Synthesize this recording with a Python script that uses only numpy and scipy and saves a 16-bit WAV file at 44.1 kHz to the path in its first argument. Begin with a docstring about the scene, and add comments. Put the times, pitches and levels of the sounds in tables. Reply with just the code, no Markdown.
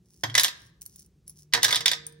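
"""In a small room, coins are dropped twice into the plastic tray of a metal cash box on a desk.
Each drop is a cluster of noise cracks and rattles with dying tray and coin modes; low modes give the
thump of the box, and its metal rings on after the second drop. Coins slide in the hand before and between
the drops (random grains under smooth strokes), and tick between and after them (snaps with paired partials).
Dense reflections with a room tail, a low rumble and a faint hum that grows stronger surround them."""
import sys
import numpy as np
from scipy import signal
from scipy.fft import rfft, irfft
from scipy.io import wavfile

SR = 44100
rng = np.random.default_rng(int(sys.argv[2]) if len(sys.argv) > 2 else 0)


def wav_out(sig):
    """Save sig, one row per channel (or a flat mono array), as 16-bit PCM at SR to the path in sys.argv[1]."""
    wavfile.write(sys.argv[1], SR, np.round(np.clip(np.atleast_2d(sig).T, -1, 1) * 32767).astype(np.int16))


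N = 97020  # length in samples
ALIKE = 0.85  # correlation of the contact noises at the two microphones
RISE_S = 0.0011  # onset of one coin contact


def amp(db):
    """Level law: a gain is ten to the power of decibels over twenty."""
    return 10 ** (np.asarray(db) / 20)


def unit(x):
    """Normalisation: scales a signal to an rms of 1."""
    return x / np.sqrt(np.mean(x ** 2) + 1e-20)


def read(points, hz):
    """Interpolation along log frequency, on which hearing spaces pitch."""
    f, value = np.transpose(points)
    return np.interp(np.log(hz + 1), np.log(f), value)


def add(mix, s, sound):
    """Superposition: adds a sound to the mix from time s in seconds."""
    part = mix[:, max(round(s * SR), 0):][:, :sound.shape[-1]]
    part += sound[..., :part.shape[1]]


def colour(x, points):
    """Linear filtering: multiplies the spectrum by a gain curve of (Hz, dB) points."""
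    n = x.shape[-1]
    gain = amp(read(points, np.fft.rfftfreq(n, 1 / SR)))
    return irfft(rfft(x) * gain, n)


def pair(n, alike):
    """Partial coherence: two microphones share one noise and the second adds its own."""
    a, b = rng.standard_normal((2, n))
    c = np.clip(alike, 0, 1)
    return np.array([a, c * a + np.sqrt(1 - c * c) * b])


def decay(t60, t):
    """Exponential decay: the level falls by 60 dB in t60 seconds."""
    return np.exp(-np.log(1000) * t / t60)


def die(x, t60s):
    """Frequency-dependent damping: overlapping bands each decay at their own rate."""
    n = x.shape[-1]
    t, hz, spectrum = np.arange(n) / SR, np.fft.rfftfreq(n, 1 / SR), rfft(x)
    centres = np.geomspace(125, 16000, 8)
    out = np.zeros(x.shape)
    for centre, weights in zip(centres, np.eye(len(centres))):
        band = irfft(spectrum * read(list(zip(centres, weights)), hz), n)
        out += band * decay(read(t60s, centre), t)
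    return out


def ring(hz, t60, t):
    """Free vibration: a single mode is a sine that decays exponentially."""
    return np.sin(2 * np.pi * hz * t) * decay(t60, t)


def rumble():
    """Background noise: a random signal with a low spectrum, nearly alike at both microphones."""
    # Each row: frequency in Hz, relative spectral level in dB.
    spectrum = [(25, -27), (55, 1.5), (120, -4.5), (185, -1.5), (260, -16), (360, -11), (600, -30.5),
                (1500, -37.5), (6000, -37.5), (16000, -48.5)]
    return amp(-62.5) * unit(colour(pair(N, 0.98), spectrum))


def hum():
    """Steady tone: a faint sine whose level follows a slow curve."""
    # Each row: time in seconds, level in dB.
    levels = [(0, -69.5), (1.15, -71.5), (1.35, -58), (1.7, -54.5), (2.2, -53)]
    t = np.arange(N) / SR
    return amp(np.interp(t, *np.transpose(levels))) * np.sin(2 * np.pi * 150.1 * t)


def slides():
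    """Sliding friction: coins scrape over each other in many random micro-impacts."""
    # Strokes of the fingers. Each row: start in seconds, length in seconds, level in dB.
    strokes = [(0.024, 0.37, -64), (0.553, 0.16, -62.5), (0.856, 0.16, -62.5), (0.96, 0.11, -59),
               (1.261, 0.07, -59), (1.336, 0.12, -58)]
    # Scrape spectrum. Each row: frequency in Hz, relative spectral level in dB.
    spectrum = [(300, -35), (2500, -25), (4200, -14), (5600, -0.5), (7800, -9), (10000, -6.5),
                (12000, -13.5), (13800, -18.5), (15600, -4), (17000, -15.5)]
    grains_per_s, grain_spread_db = 1200, 4
    strike = rng.random(N) < grains_per_s / SR
    grains = strike * amp(grain_spread_db * np.minimum(rng.exponential(1, N), 4))
    scrape = unit(colour(pair(N, ALIKE) * grains, spectrum))
    t = np.arange(N) / SR
    stroke_gain = np.zeros(N)
    for s, length, db in strokes:
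        stroke_gain += amp(db) * np.sin(np.pi * np.clip((t - s) / length, 0, 1))
    return stroke_gain * scrape


def clack(db, body_db, treble_db, spot_hz, spot_db):
    """Impact excitation: broadband crack and rattle, modes of tray and coin, ring of the struck spot."""
    # Spectrum of crack and rattle. Each row: frequency in Hz, relative spectral level in dB.
    spectrum = [(20, -61.5), (60, -24), (250, -18), (600, -9.5), (1000, -6), (1350, -8.5), (1800, 2),
                (2600, -5.5), (3500, 2), (5600, -1), (7200, -4), (11000, -14), (12800, -11), (13900, -18.5),
                (15500, -10.5), (17000, -26.5)]
    # Extra colour of the crack. Each row: frequency in Hz, gain in dB.
    crack_colour = [(500, -5.5), (4000, 1.5), (9000, 3), (15000, 4)]
    # Damping of the rattle. Each row: frequency in Hz, t60 in seconds.
    rattle_t60 = [(200, 0.18), (1000, 0.073), (3500, 0.073), (8000, 0.054), (15000, 0.028)]
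    # Modes of the tray and the coins in it.
    # Each row: frequency in Hz, level in dB before this blow's tilt and scatter, t60 in seconds.
    tray_modes = [(972.7, -32.5, 0.1), (1100, -41.5, .16), (1242, -37.5, 0.22), (1603, -33.5, .17),
                  (1919, -29.5, .08), (2046, -27, 0.056), (3170, -34, 0.16), (3500, -25, 0.089),
                  (3820, -26.5, 0.071), (3900, -30, 0.06), (4790, -25.5, 0.095), (5404, -30, 0.14),
                  (5740, -28.5, 0.07), (6760, -30.5, 0.04)]
    t = np.arange(SR // 4) / SR
    tilt = [(1300, body_db), (3000, 0), (5500, 0), (9000, treble_db)]  # (Hz, dB)
    noise = colour(unit(colour(pair(len(t), ALIKE), spectrum)), tilt)
    crack_s = 0.0028
    crack = amp(-16) * colour(noise, crack_colour) * np.exp(-(t / crack_s) ** 4)
    rattle = amp(-14.5) * die(noise, rattle_t60)
    modes = np.zeros(len(t))
    for hz, level, t60 in tray_modes:
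        scatter_db = rng.standard_normal()
        mode_amp = amp(level + read(tilt, hz) + scatter_db)
        modes += rng.choice([-1, 1]) * mode_amp * ring(hz, t60, t)
    # every blow draws four bright coin partials
    partials = sum(ring(hz, 0.048, t) for hz in rng.uniform(7980, 13130, size=4))
    glitter = amp(-26 + treble_db) * partials
    spot = amp(spot_db) * ring(spot_hz, 0.036, t)
    return amp(db) * np.minimum(t / RISE_S, 1) * (crack + rattle + modes + glitter + spot)


def tray():
    """Repeated impact: both handfuls land, bounce and settle as separate blows."""
    # Coins striking the tray. Each row: start in seconds, level in dB, body in dB, treble in dB,
    # ring of the struck spot in Hz, level of that ring in dB relative to the blow.
    blows = [(0.2345, -17, 19, -1.5, 940, -13.5), (0.2365, -11.5, 9.5, -3.5, 3240, -8.5),
             (0.298, -26, 4.5, -9.5, 3237, -3.5), (0.342, -20, 1.5, -6, 2056, -20),
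             (0.3514, -2, 0, -1.5, 2008, -7.5), (0.378, -2, 4, 0, 1780, -16.5),
             (0.3801, -1.5, -2.5, -4.5, 6030, -14), (0.3958, -2.5, -3, 4, 4060, -18),
             (0.408, -11.5, -1.5, 7, 4855, -14), (0.4333, -8.5, -6.5, 4.5, 12844, -6),
             (0.4396, -12, 0, 4.5, 3960, -19.5), (0.4448, -4.5, 0, 1.5, 3240, -10.5),
             (0.4605, -15, -3.5, 2, 3450, -16.5), (0.4806, -11.5, -3.5, -4.5, 3650, -13),
             (1.5249, -26, 2.5, -14, 3040, -14.5), (1.5354, 1, 3, -3.5, 3808, -14.5),
             (1.548, -5, 7.5, -11.5, 3805, -14.5), (1.575, -21, 19.5, -6, 1870, -0.5),
             (1.622, -21, -22.5, -7, 3560, -16.5), (1.6303, 0, -2, 1, 3525, -13.5),
             (1.6437, -6, 1, 4, 5340, -7.5), (1.6472, -2, 0, -2, 1673, -14),
             (1.681, -11, 6.5, -3, 3570, -16.5), (1.690, -12, 4, -8, 3650, -18),
             (1.7067, -9.5, -2, -4, 2161, -10.5), (1.7118, -12, 2, 0, 2033, -13.5),
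             (1.7261, -4, 4.5, -3.5, 3532, -8.5), (1.7455, -7, -2, -7.5, 3760, -12),
             (1.757, -6.5, -6, 2, 3654, -17), (1.7635, -7.5, 1, -17, 3910, -34),
             (1.8064, -13.5, 0, -3.5, 2110, -14.5), (1.8579, -2, -0.5, 0, 3574, -7.5),
             (1.8603, -3.5, -4, -11.5, 4790, -20), (1.8798, -3.5, -5.5, -4.5, 3480, -11.5),
             (1.9144, -7.5, 1.5, -1.5, 3583, -8.5), (1.933, -11.5, -1, -8.5, 3570, -10)]
    out = np.zeros((2, N))
    for s, *row in blows:
        add(out, s, clack(*row))
    return out


def struck(modes, t):
    """Modal superposition: a struck body sounds as the sum of its modes after a soft onset."""
    rise_s = 0.012
    return np.minimum(t / rise_s, 1) * sum(amp(db) * ring(hz, t60, t) for hz, db, t60 in modes)


def box():
    """Modal response: the box thumps on the desk, and its metal rings on at the second drop."""
    # Box bumping the desk. 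Each row: start in seconds, level in dB.
    bumps = [(.236, -31.5), (.281, -32), (0.614, -49), (1.537, -38.5), (1.646, -38), (1.761, -40)]
    # Thump modes. Each row: frequency in Hz, level in dB relative to the bump, t60 in seconds.
    thump_modes = [(115.6, -2.5, 0.38), (135.9, -8, 0.37), (286.5, -6.5, 0.096)]
    # Metal modes. Each row: frequency in Hz, level in dB at the right microphone, t60 in seconds.
    metal_modes = [(320, -48.5, 2), (463.7, -45, 3.9), (470.7, -34, 0.74), (910, -62, 1.4),
                   (1764, -41.5, 1.58)]
    out, t = np.zeros((2, N)), np.arange(N) / SR
    thump = struck(thump_modes, t)
    for s, db in bumps:
        add(out, s, amp(db) * thump)
    side_gains = amp([[-19.5], [0]])  # left, right
    add(out, 1.537, side_gains * struck(metal_modes, t))
    return out


def ticks():
    """Damped impact: coins held in the fingers give a brief snap and two beating partials."""
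    # Coins touching in the hand.
    # Each row: start in seconds, level in dB, ring in Hz, ring level in dB relative to the tick.
    touches = [(0.8111, -43.5, 9530, -6.5), (0.8172, -30, 9600, -22.5), (.826, -40, 9270, -15.5),
               (.8545, -43, 11740, -11), (.861, -31.5, 11430, -6), (0.9589, -38.5, 9520, -15.5),
               (0.9967, -43.5, 10920, -6), (1.02, -50.5, 10600, -5.5), (1.061, -52.5, 10840, -13.5),
               (1.278, -38, 10910, 3), (1.2954, -36.5, 11020, 0), (2.0661, -31, 9020, 3),
               (2.1237, -50.5, 8960, 0.5)]
    # Snap spectrum. Each row: frequency in Hz, relative spectral level in dB.
    spectrum = [(200, -29), (1500, -25.5), (3500, -21.5), (6000, -4.5), (7800, -6.5), (9500, 0.5),
                (11500, -9), (13700, -10.5), (15600, 4), (17000, -6.5)]
    snap_s, ring_t60, pair_hz = 0.0035, 0.035, 110  # the second partial lies pair_hz higher
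    out, t = np.zeros((2, N)), np.arange(SR // 5) / SR
    for s, db, hz, ring_db in touches:
        snap = unit(colour(pair(len(t), ALIKE), spectrum)) * np.exp(-(t / snap_s) ** 2)
        ting = ring(hz, ring_t60, t) + 0.5 * ring(hz + pair_hz, ring_t60, t)
        add(out, s, amp(db) * np.minimum(t / RISE_S, 1) * (snap + amp(ring_db) * ting))
    return out


def room(x):
    """Reverberation by convolution: quick reflections from box and desk, then the room's tail."""
    # Colour of the quick reflections. Each row: frequency in Hz, gain in dB.
    near_colour = [(5000, -2), (14000, -2.5)]
    # Damping of the tail. Each row: frequency in Hz, t60 in seconds.
    tail_t60 = [(150, 0.6), (600, 0.73), (1800, 0.47), (5000, 0.49), (9000, 0.28)]
    # Colour of the tail. Each row: frequency in Hz, gain in dB.
    tail_colour = [(100, 2), (850, -11), (1650, -3), (3300, -11.5), (5500, -9.5), (9000, -10), (15000, -20)]
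    near_t60, near_start_s, tail_rise_s = 0.13, 0.002, 0.017
    t = np.arange(SR * 3 // 4) / SR
    near = colour(rng.standard_normal((2, len(t))), near_colour)
    near = near * decay(near_t60, t) * (t > near_start_s)
    tail = die(rng.standard_normal((2, len(t))), tail_t60) * np.minimum(t / tail_rise_s, 1)
    echo = amp(-9) * unit(near) + amp(-9.5) * colour(unit(tail), tail_colour)
    echo /= np.sqrt(len(t))  # from rms to energy of the impulse response
    return signal.fftconvolve(x, echo, axes=1)[:, :N]


def microphones(drops, hand):
    """Level and phase differences: the left colours the tray, the right trails in phase."""
    # Tray at the left microphone. Each row: frequency in Hz, gain in dB.
    left_colour = [(900, -4.5), (2200, -1.5), (4500, -4.5), (8000, 0.5)]
    # Lag of the right microphone. Each row: frequency in Hz, phase lag in radians.
    right_lag = [(300, 1), (1500, 1.2), (5400, 1.12), (7000, 2.64), (9400, 5.23), (11300, 7),
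                 (12900, 10.56), (16000, 10)]
    left = colour(drops[0], left_colour) + hand[0]
    right = drops[1] + hand[1]
    lag = read(right_lag, np.fft.rfftfreq(N, 1 / SR))
    right = irfft(rfft(right) * np.exp(-1j * lag), N)
    return np.array([left, right])


def scene():
    """Superposition: direct sound at two close microphones, reflections, box, hum and rumble."""
    hand = slides() + ticks()
    drops = tray()
    direct = microphones(drops, hand)
    reflected = room(drops + amp(-3) * hand)  # the hand excites the room less
    return direct + reflected + box() + hum() + rumble()


def record(dry):
    """Band limiting and saturation: cuts the deepest bass, rounds high peaks, then low-passes."""
    # Bass cut. Each row: frequency in Hz, gain in dB.
    low_cut = [(18, -14), (45, 0)]
    ceiling, edge_hz = 0.85, 16400
    dry = colour(dry, low_cut)
    held = dry / (1 + (dry / ceiling) ** 8) ** (1 / 8)
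    low_pass = signal.firwin(255, edge_hz, window=("kaiser", 9), fs=SR)
    return signal.oaconvolve(held, low_pass[None], "same")


dry = scene()
out = record(dry)
wav_out(out)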